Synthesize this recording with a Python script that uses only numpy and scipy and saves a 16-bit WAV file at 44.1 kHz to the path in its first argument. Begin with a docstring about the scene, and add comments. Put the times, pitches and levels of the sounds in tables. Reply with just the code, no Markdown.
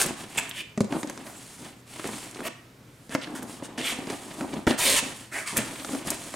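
"""A quick scrape of card and a few sharp plastic snaps sound close by, over faint air and mains hum.
A cardboard box with a plastic tray inside is being opened and turned over on a table in a small room.
Friction makes the flaps rasp and squeal and the sliding skin hiss; bumps of the hands excite the
panels' damped modes, and the thin tray buckles in clicks. Near echoes and a short reverberation follow."""
import sys
import numpy as np
from scipy import signal
from scipy.fft import rfft, irfft, next_fast_len
from scipy.io import wavfile
from scipy.ndimage import map_coordinates

SR = 44100
rng = np.random.default_rng(int(sys.argv[2]) if len(sys.argv) > 2 else 0)


def transcribe(u):
    """Save the signal u as a 16-bit wav file named by the first command-line argument.

    u: samples, shape (n,) or (channels, n), limited to [-1, 1]; the rate is SR.
    q: integer samples, one column per channel.
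    """
    v = np.clip(np.atleast_2d(u).T, -1, 1)
    q = np.round(v * 32767).astype(np.int16)
    wavfile.write(sys.argv[1], SR, q)


N = 280035
T = np.arange(N) / SR


def from_db(db):
    """Decibels to amplitude ratio."""
    return 10 ** (np.asarray(db) / 20)


def rms_one(x):
    """Normalisation to unit rms."""
    return x / np.sqrt(np.mean(x ** 2) + 1e-20)


def at_hz(points, hz):
    """Interpolation of a table on a log-frequency axis."""
    f, value = np.transpose(points)
    return np.interp(np.log(np.maximum(hz, 1)), np.log(f), value)


def colour(x, points, share=1):
    """Zero-phase filtering by rows of frequency_hz, gain_db; share scales the decibels."""
    size = next_fast_len(x.shape[-1] + SR // 10)
    hz = np.arange(size // 2 + 1) * SR / size
    return irfft(rfft(x, size) * from_db(share * at_hz(points, hz)), size)[..., :x.shape[-1]]


def band(x, low_hz, high_hz, order=2):
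    """Causal band-pass filtering."""
    sos = signal.butter(order, [low_hz, min(high_hz, .45 * SR)], "band", fs=SR, output="sos")
    return signal.sosfilt(sos, x)


def add(track, start_s, sound):
    """Superposition of a sound on a track."""
    i = max(round(start_s * SR), 0)
    track[i:i + len(sound)] += sound[:N - i]


def fade(t, t60):
    """Exponential decay, 60 dB in t60 seconds."""
    return from_db(-60 * t / t60)


def drift(rate_hz, size):
    """Slow random modulation, bounded by -2 and 2."""
    return np.interp(T[:size] * rate_hz, np.arange(N // 100), 2 * np.tanh(rng.standard_normal(N // 100) / 2))


def stroke(t, length_s, rise_share, hold_share=0.3062):
    """Trapezoidal speed, 0-1; rise_share divides the time off top speed between rise and fall."""
    rise = np.clip(rise_share, .01, .99)
    shares = [0, rise * (1 - hold_share), hold_share, (1 - rise) * (1 - hold_share)]
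    return np.interp(t, length_s * np.cumsum(shares), [0, 1, 1, 0])


def friction(size, grains_per_s, grain_share, judder_db, judder_hz):
    """Sliding friction: fibres catch and release in many tiny and a few large slips, pressed unevenly."""
    slips = (rng.random(size) < grains_per_s / SR) * rng.laplace(0, 1, size)
    force = np.sqrt(grain_share) * rms_one(slips) + np.sqrt(1 - grain_share) * rng.standard_normal(size)
    return rms_one(force * from_db(judder_db * drift(judder_hz, size)))


# spectrum of the still air: frequency_hz, gain_db
AIR_SPECTRUM = [(15, -55), (25, -10), (55, -6), (123, 3), (285, 1.5), (818, -12.5), (1520, -13.5),
                (3920, -19), (14800, -27.5), (16000, -39)]

def still_air(level_db=-52.5):
    """Ambient noise: a steady random signal, strongest in the low register."""
    return from_db(level_db) * rms_one(colour(rng.standard_normal(N), AIR_SPECTRUM))


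def mains_hum(pitch_hz=120.5, rms_db=-59):
    """Simple harmonic motion: the mains give one steady, low tone."""
    return from_db(rms_db) * np.sqrt(2) * np.sin(2 * np.pi * pitch_hz * T)


# normal modes of the box: pitch_hz, level_db, t60_s
BOX_MODES = [(126.5, -15, 0.3), (172, -11, 0.12), (217, 6.5, 0.14), (264, 2.5, 0.2), (330, -4.5, 0.22),
             (407, 0, 0.068), (585, -1, 0.24), (600, 3, 0.12), (874, -1.5, 0.11), (976, 2.5, 0.017),
             (1185, 1.5, 0.01), (1454, -8.5, 0.11), (1850, 14, 0.0051), (2040, -1.5, 0.02)]

def box_ring(spread_db, detune=0.044):
    """Modal impulse response, peak 1: each contact point weights the modes and each grip shifts them."""
    hz, db, t60 = np.transpose(BOX_MODES)[:, :, None]
    t = T[:SR // 5]
    hz = hz * (1 + detune * rng.standard_normal(hz.shape))
    strength = from_db(db + spread_db * rng.standard_normal(hz.shape)) * rng.choice([-1, 1], hz.shape)
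    ring = np.sum(strength * np.sin(2 * np.pi * hz * t) * fade(t, t60), axis=0)
    return ring / np.abs(ring).max()


# spectrum of an edge or skin sliding on card: frequency_hz, gain_db
HISS_SPECTRUM = [(300, -7.5), (900, -2), (2000, -2), (4200, -1.5), (5800, -2), (7500, 1.5), (9300, 3),
                 (11500, -6.5), (13500, -12.5), (16000, -18)]
# close modes of the card around a scraping edge: pitch_ratio, level_db
FLAP_MODES = [(.8, -4), (1.0, 0), (1.17, -2)]
# flaps on card and table: start_s, length_s, rise_share, pitch_hz, rasp_db, hiss_db, box_db, treble_db
FLAP_SCRAPES = [(0.0, 0.0583, 0, 2470, -45, -21.5, -32.5, 0), (0.038, 0.11, 0.09, 2390, -46, -56, -49, 0),
                (0.33, 0.23, 0.2, 2550, -45.5, -47, -42, 0),
                (0.37, 0.037, 0.41, 2600, -35, -29.5, -33.5, 4),
                (0.524, 0.11, 0.63, 2730, -40, -43, -43.5, 3), (0.917, 0.1, 0.07, 1070, -44, -50, -49, -2),
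                (1.239, 0.11, 0.34, 980, -54, -48.5, -53, 8),
                (2.426, 0.06, 0.94, 2410, -40.5, -38.5, -35.5, 9),
                (3.096, 0.075, 0.56, 2750, -42.5, -43, -38.5, -2),
                (3.212, 0.048, 0.32, 2920, -41.5, -49, -52, -8),
                (3.348, 0.064, 0.1, 2900, -51, -42, -43, 2), (3.625, 0.058, 0.36, 2730, -54, -44, -50, -5),
                (3.776, 0.12, 0.02, 2900, -38.5, -41.5, -40, -3),
                (3.823, 0.15, .33, 2830, -35, -34, -45, -12),
                (4.675, 0.085, 0.03, 2790, -33.5, -35.5, -30.5, -1),
                (4.773, 0.22, 0.12, 2790, -37.5, -27.5, -40, 4),
                (4.789, 0.21, 0.51, 3200, -33, -24, -35, 0),
                (4.934, 0.078, 0.62, 2830, -31, -25, -32.5, -1),
                (5.312, 0.16, .25, 1930, -37.5, -38, -41, 0), (5.452, 0.11, 0.34, 2100, -40, -35, -53, -4),
                (5.561, 0.08, 0.01, 2200, -34.5, -38.5, -34, -3)]

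def flap_scrapes(ribs_per_s=310, rib_depth=.55, slow_pitch_drop=.14, mode_ratio=1.08, skirt_ratio=1.65):
    """Forced vibration: one friction force hisses at the edge and drives the modes of flap and box."""
    out, t = np.zeros(N), T[:SR // 2]
    for start_s, length_s, rise_share, hz, rasp_db, hiss_db, box_db, treble_db in FLAP_SCRAPES:
        speed = stroke(t, length_s, rise_share)
        force = friction(len(t), grains_per_s=8300, grain_share=0.13, judder_db=1.07, judder_hz=87.6)
        ribs_crossed = np.cumsum(ribs_per_s * speed * (1 + .5 * drift(203.4, len(t)))) / SR
        force *= 1 + rib_depth * speed * np.cos(2 * np.pi * ribs_crossed)
        modes = 0
        for ratio, db in FLAP_MODES:
            mode = band(force, hz * ratio / mode_ratio, hz * ratio * mode_ratio, order=1)
            modes += from_db(db + 4 * drift(89.7, len(t))) * mode   # the edge feeds each mode unevenly
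        rasp = rms_one(band(modes + from_db(-15) * force, hz / skirt_ratio, hz * skirt_ratio))
        glide = 1 - slow_pitch_drop * (1 - speed)   # a slower edge rasps lower
        rasp = from_db(rasp_db) * map_coordinates(rasp, [np.cumsum(glide)], order=3)
        hiss = colour(colour(force, HISS_SPECTRUM), [(9500, 0), (13000, treble_db)])
        held_ring = box_ring(spread_db=1.5) * fade(T[:SR // 5], t60=0.035)   # damped by the hand
        box = band(signal.fftconvolve(force, held_ring)[:len(t)], low_hz=515, high_hz=4830, order=1)
        scrape = rasp + from_db(hiss_db) * rms_one(hiss) + from_db(box_db) * rms_one(box)
        add(out, start_s, speed * scrape)
    return out


# spectra of the panels' rumble and the card's rustle: frequency_hz, gain_db
RUMBLE_SPECTRUM = [(25, -38), (55, -9), (100, -9), (190, 1.5), (270, 7.5), (450, -4), (700, -5),
                   (1200, -9.5), (3000, -67)]
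RUSTLE_SPECTRUM = [(400, -1.5), (800, 3), (1300, -1), (2000, 1.5), (3300, -1), (5000, -11), (8000, -38)]
# hands sliding on the box: start_s, length_s, panel_db, skin_db
HAND_RUBS = [(0.004, 0.16, -37.5, -41), (0.153, 0.13, -42, -45), (0.254, 0.23, -49, -48.5),
             (0.881, 0.16, -33, -51), (0.984, 0.49, -47, -54), (1.306, 0.45, -72, -48),
             (1.576, 0.18, -46, -53), (1.852, 0.34, -52, -45.5), (2.026, 0.15, -42, -48),
             (2.103, 0.25, -47, -42.5), (2.324, 0.18, -44, -50), (3.156, 0.56, -42.5, -56),
             (3.464, 0.14, -72, -46.5), (3.544, 0.63, -44, -64), (3.91, 0.22, -46, -49),
             (4.072, 0.12, -34.5, -44.5), (4.107, 0.45, -46, -47.5), (4.373, 0.098, -33.5, -51),
             (4.461, 0.21, -39, -50.5), (4.677, .1, -29.5, -50), (4.955, 0.19, -43.5, -41),
             (5.032, 0.31, -53.5, -47.5), (5.52, 0.18, -39, -39.5), (5.633, 0.26, -42, -44.5),
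             (5.844, .24, -39.5, -43.5), (6.042, 0.13, -41, -36.5), (6.086, 0.5, -48.5, -43.5)]

def hand_rubs():
    """Friction noise grows with sliding speed: panels rumble, card rustles and skin hisses on the print."""
    gains = np.zeros((3, N))
    for start_s, length_s, panel_db, skin_db in HAND_RUBS:
        speed = stroke(T - start_s, length_s, rise_share=0.33, hold_share=0.27)
        card_db = skin_db + 0.36 * (panel_db - skin_db)
        gains += np.outer(from_db([panel_db + 1.5, card_db - 1.5, skin_db]), speed)
    rumble = friction(N, grains_per_s=160, grain_share=0.4, judder_db=4, judder_hz=45)
    rustle = friction(N, grains_per_s=570, grain_share=0.14, judder_db=6, judder_hz=100)
    hiss = friction(N, grains_per_s=1100, grain_share=0.15, judder_db=2, judder_hz=140)
    layers = colour(rumble, RUMBLE_SPECTRUM), colour(rustle, RUSTLE_SPECTRUM), colour(hiss, HISS_SPECTRUM)
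    return sum(gain * rms_one(layer) for gain, layer in zip(gains, layers))


# sharp snaps of the plastic tray, and cracks as the box is knocked: start_s, level_db, centre_hz
SNAPS_AND_CRACKS = [(0.019, -8, 9000), (0.031, -14, 8370), (0.062, -11.5, 9700), (0.4937, -17.5, 11000),
                    (0.512, -18, 2510), (0.8055, -21, 7100), (0.816, -24, 6250), (1.098, -23, 8500),
                    (2.074, -20, 8160), (2.312, -27.5, 7240), (2.346, -26, 5040), (3.143, -23, 9500),
                    (3.1502, -8, 1160), (4.670, -6.5, 1680), (4.697, -22, 2970), (4.709, -12, 3300),
                    (3.215, -26, 3300), (3.236, -22, 2700), (3.244, -26, 3200), (3.429, -23.5, 9400),
                    (4.965, -18, 6800), (4.974, -10, 9500), (5.5698, -4, 9800), (5.5703, -8.5, 2130),
                    (5.577, -4.5, 9000), (5.675, -22, 2930), (5.798, -24, 3420), (6.073, -17, 8000),
                    (6.1041, -6.5, 9300)]

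def snaps_and_cracks(jolt_hz=5500, band_ratio=1.56, gain_db=-8):
    """Transients: a snap or crack excites dense modes that die fast. Each knock also makes the tray tick."""
    out, t = np.zeros(N), T[:SR // 10]
    jolts = [(start_s, tick_db, jolt_hz) for start_s, _, _, _, tick_db, _ in BOX_KNOCKS]
    envelope = fade(t, t60=0.0028) + from_db(-8) * fade(t, t60=0.044)   # the click, then a brief ring
    for start_s, db, hz in SNAPS_AND_CRACKS + jolts:
        force = rng.standard_normal(len(t))
        burst = rms_one(band(force, hz / band_ratio, hz * band_ratio)) + from_db(-13) * force
        add(out, start_s, from_db(db + gain_db) * burst * envelope)
    return band(out, low_hz=510, high_hz=12300)


# blows on the box: start_s, thump_db, pitch_hz, clack_db, tick_db, damping_t60_s
BOX_KNOCKS = [(0.059, -21, 190, -31, -30, 0.094), (0.776, -17.5, 212, -25, -24.5, 0.2),
              (0.806, -8.5, 208.4, -16.5, -18.5, 0.091), (0.845, -22, 215, -27, -29, 0.078),
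              (0.924, -18.5, 290, -21, -26, 0.037), (1.031, -24, 314, -19.5, -22.5, 0.038),
              (1.044, -22.5, 303, -46, -42, 0.084), (1.073, -32, 262, -36, -25.5, 0.065),
              (1.098, -29, 277, -25.5, -30, .06), (1.176, -39, 302, -28.5, -28, .06),
              (1.267, -43, 274, -33, -35, 0.086), (1.996, -28, 340, -28, -33, 0.047),
              (2.043, -25, 390, -30, -32, 0.064), (2.052, -23.5, 440, -25.5, -40, 0.027),
              (2.089, -38, 423, -23.5, -35, 0.052), (2.358, -35, 398, -34, -40, 0.056),
              (2.391, -30, 407, -37, -44, 0.064), (2.405, -35, 363, -27, -41, 0.045),
              (2.481, -38, 330, -23, -28, 0.086), (3.094, -33.5, 236, -35, -33, 0.083),
              (3.1499, -13.5, 286.6, -12.5, -20, 0.074), (3.273, -28.5, 310, -33, -46, 0.06),
              (3.424, -28.5, 276, -31, -31, 0.068), (3.624, -22, 291, -31, -43, 0.045),
              (3.78, -24, 246, -27, -24, 0.22), (3.988, -19, 255, -36, -39, 0.047),
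              (4.071, -26, 246, -33, -28, 0.096), (4.100, -25, 247, -21, -19, 0.15),
              (4.409, -25, 238, -24, -27, 0.11), (4.538, -24.5, 283, -29, -26.5, 0.084),
              (4.566, -20, 220, -52, -45, 0.063), (4.668, -9.5, 251, -15, -21, 0.091),
              (4.674, -9.5, 326, -9, -20, 0.092), (4.706, -19.5, 246, -17, -23, 0.074),
              (5.027, -25, 260, -29, -27, 0.084), (5.529, -27.5, 218, -45, -33, 0.067),
              (5.570, -37, 260, -40, -37, 0.048), (5.586, -19.5, 221, -21, -20, 0.16),
              (5.847, -28.5, 292, -29, -22, 0.068), (5.908, -26.5, 292, -49, -35, 0.13),
              (5.931, -23.5, 275, -25, -37, 0.22), (5.949, -21.5, 263, -21, -23, 0.12),
              (6.069, -26, 191, -36, -29, 0.18), (6.117, -36, 199, -20, -30, 0.073),
              (6.34, -31.5, 302, -25, -25, 0.11)]

def box_knocks(panel_t60=0.16, give_s=0.0006):
    """Impact excitation: the contact cracks like paper; panel and box ring until the hand damps them."""
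    out, t = np.zeros(N), T[:SR // 5]
    panel_modes = [(1, 0), (1.85, -8), (2.9, -13)]   # pitch_ratio, level_db
    for start_s, thump_db, hz, clack_db, _, damping_t60 in BOX_KNOCKS:
        modes = sum(from_db(db) * np.sin(2 * np.pi * hz * ratio * t) for ratio, db in panel_modes)
        panel = modes * fade(t, panel_t60) * (1 - np.exp(-t / give_s))
        fibres = friction(len(t), grains_per_s=1900, grain_share=0.3, judder_db=5.5, judder_hz=100)
        crack = rms_one(band(fibres, low_hz=690, high_hz=2200)) * fade(t, t60=0.024)
        ring = from_db(thump_db) * panel + from_db(clack_db - 1) * box_ring(spread_db=5, detune=0.039)
        add(out, start_s, ring * fade(t, damping_t60) + from_db(clack_db - 7) * crack)
    return band(out, low_hz=131, high_hz=11800)   # light panels radiate little bass


# squealing card edges: start_s, length_s, rise_share, pitch_hz, glide_hz_per_s, width_hz, level_db
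EDGE_SQUEALS = [(0.373, 0.03, 0.36, 2460, 2000, 480, -26.5), (0.376, 0.016, 0.2, 3350, 2000, 260, -30),
                (0.373, 0.038, 0.04, 7650, 0, 1100, -29), (0.553, 0.063, 0.86, 2800, 4008, 400, -42.5),
                (0.584, 0.042, 0.5, 2380, 5020, 230, -38), (3.228, 0.032, 0.4, 2084, 0, 300, -44),
                (3.839, 0.11, 0.11, 2360, -2000, 516, -33), (3.839, 0.11, 0.05, 3200, -2, 710, -37),
                (3.825, .11, 0.6, 12300, 0, 1400, -44), (4.796, 0.19, 0.12, 2325, -1000, 600, -31.5),
                (4.80, 0.16, 0.4, 13500, 2, 1600, -36), (4.833, 0.084, .5, 3800, 0.5, 1200, -29),
                (4.873, 0.1, 0.44, 575, -3, 89.5, -34), (4.94, .075, 0.4, 1080, 0, 350, -35),
                (5.308, 0.14, 0.45, 1993, -500, 650, -37.5), (5.335, 0.078, 0.4, 855, -1000, 395, -40.5),
                (5.413, 0.17, 0.6, 1280, -2000, 278, -43)]

def edge_squeals():
    """Stick-slip: uneven slips feed one resonance, a hoarse band whose centre glides along the stroke."""
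    out, t = np.zeros(N), T[:SR // 4]
    for start_s, length_s, rise_share, hz, glide_hz_per_s, width_hz, db in EDGE_SQUEALS:
        low_pass = signal.butter(2, width_hz / 2, fs=SR, output="sos")
        slips = signal.sosfilt(low_pass, rng.standard_normal((2, len(t))))
        phase = 2 * np.pi * np.cumsum(hz + glide_hz_per_s * t) / SR
        tone = slips[0] * np.cos(phase) + slips[1] * np.sin(phase)
        add(out, start_s, from_db(db) * stroke(t, length_s, rise_share) * rms_one(tone))
    return out


# the box landing on the table: start_s, level_db, pitch_hz, t60_s
LANDINGS = [(0.808, -25, 109, 0.14), (4.671, -18, 89, 0.054), (5.577, -31, 123.6, 0.23)]

def table_thuds():
    """Damped free vibration: the weight of the box excites one low mode as it lands."""
    out, t = np.zeros(N), T[:SR // 5]
    for start_s, db, hz, t60 in LANDINGS:
        add(out, start_s, from_db(db) * np.sin(2 * np.pi * hz * t) * fade(t, t60))
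    return out


# reflections from near surfaces: delay_s, level_db
NEAR_ECHOES = [(.0031, -29), (.0074, -20.5), (0.0133, -20)]

def near_echoes(direct):
    """Early reflection: each near surface returns a delayed, weaker copy."""
    return sum(from_db(db) * np.interp(T - delay_s, T, direct, left=0) for delay_s, db in NEAR_ECHOES)


# reverberation time: frequency_hz, t60_s (negative at the top: that octave swells to a faint late echo)
REVERB_TIMES = [(100, 0.35), (300, 0), (1000, 0.62), (3000, 0.5), (8000, 0.35), (15000, -0.3)]
# spectrum of the reverberation: frequency_hz, gain_db
REVERB_SPECTRUM = [(60, -19.5), (250, -13), (1000, -9), (3000, -10), (8000, -12), (15000, -25)]

def reverberation(direct, first_wall_s=0.015, build_s=0.011):
    """Diffuse field: dense reflections form a 1 s noise tail with its own envelope in each octave."""
    t, tail = T[:SR], 0
    edges_hz = 40 * 2 ** np.arange(10)
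    onset = np.clip((t - first_wall_s) / build_s, 0, 1)
    for low, high in zip(edges_hz, edges_hz[1:]):
        shape = onset * fade(t, at_hz(REVERB_TIMES, np.sqrt(low * high)))
        tail += band(rng.standard_normal(len(t)), low, high) * shape / np.sqrt(np.sum(shape ** 2))
    return signal.fftconvolve(direct, colour(tail, REVERB_SPECTRUM))[:N]


# stereo width of the handling: frequency_hz, side_gain_db
PANEL_WIDTH = [(40, -16), (120, -26), (250, -26), (600, -16), (2000, -14), (4000, -11), (8000, -14),
               (14000, -20)]

def panel_spread(handling):
    """Decorrelation: wide panels reach the two capsules by unequal paths, giving a side signal."""
    paths = rng.standard_normal(SR // 40) * fade(T[:SR // 40], t60=0.047)
    spread = signal.fftconvolve(handling, paths / np.linalg.norm(paths))[:N]
    return colour(spread, PANEL_WIDTH)


# stereo width of the still air: frequency_hz, side_gain_db
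AMBIENT_WIDTH = [(60, -91), (300, -16.5), (1500, -4), (4000, -8.5), (9000, -15), (14000, -50)]
# channel balance: frequency_hz, left_minus_right_db
BALANCE = [(60, 1.7), (250, .9), (500, -.8), (2000, -1.6), (8000, -.6), (14000, -.2)]

def scene(room_side_db=-5):
    """Superposition in mid-side stereo: the close box, its reflections, still air and hum."""
    direct = box_knocks() + table_thuds() + snaps_and_cracks()
    direct += flap_scrapes() + edge_squeals() + hand_rubs()
    handling = direct + near_echoes(direct) + reverberation(direct)
    room_side = from_db(room_side_db) * band(reverberation(direct), low_hz=45, high_hz=13000, order=1)
    mid = handling + still_air() + mains_hum()
    side = colour(still_air(), AMBIENT_WIDTH) + panel_spread(handling) + room_side
    return np.array([colour(mid + sign * side, BALANCE, share=sign / 2) for sign in (1, -1)])


def record(dry):
    """Band limiting: a steep low-pass removes the treble above 15.9 kHz."""
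    return signal.sosfilt(signal.ellip(10, .1, 80, 15900, fs=SR, output="sos"), dry)


dry = scene()
out = record(dry)
transcribe(out)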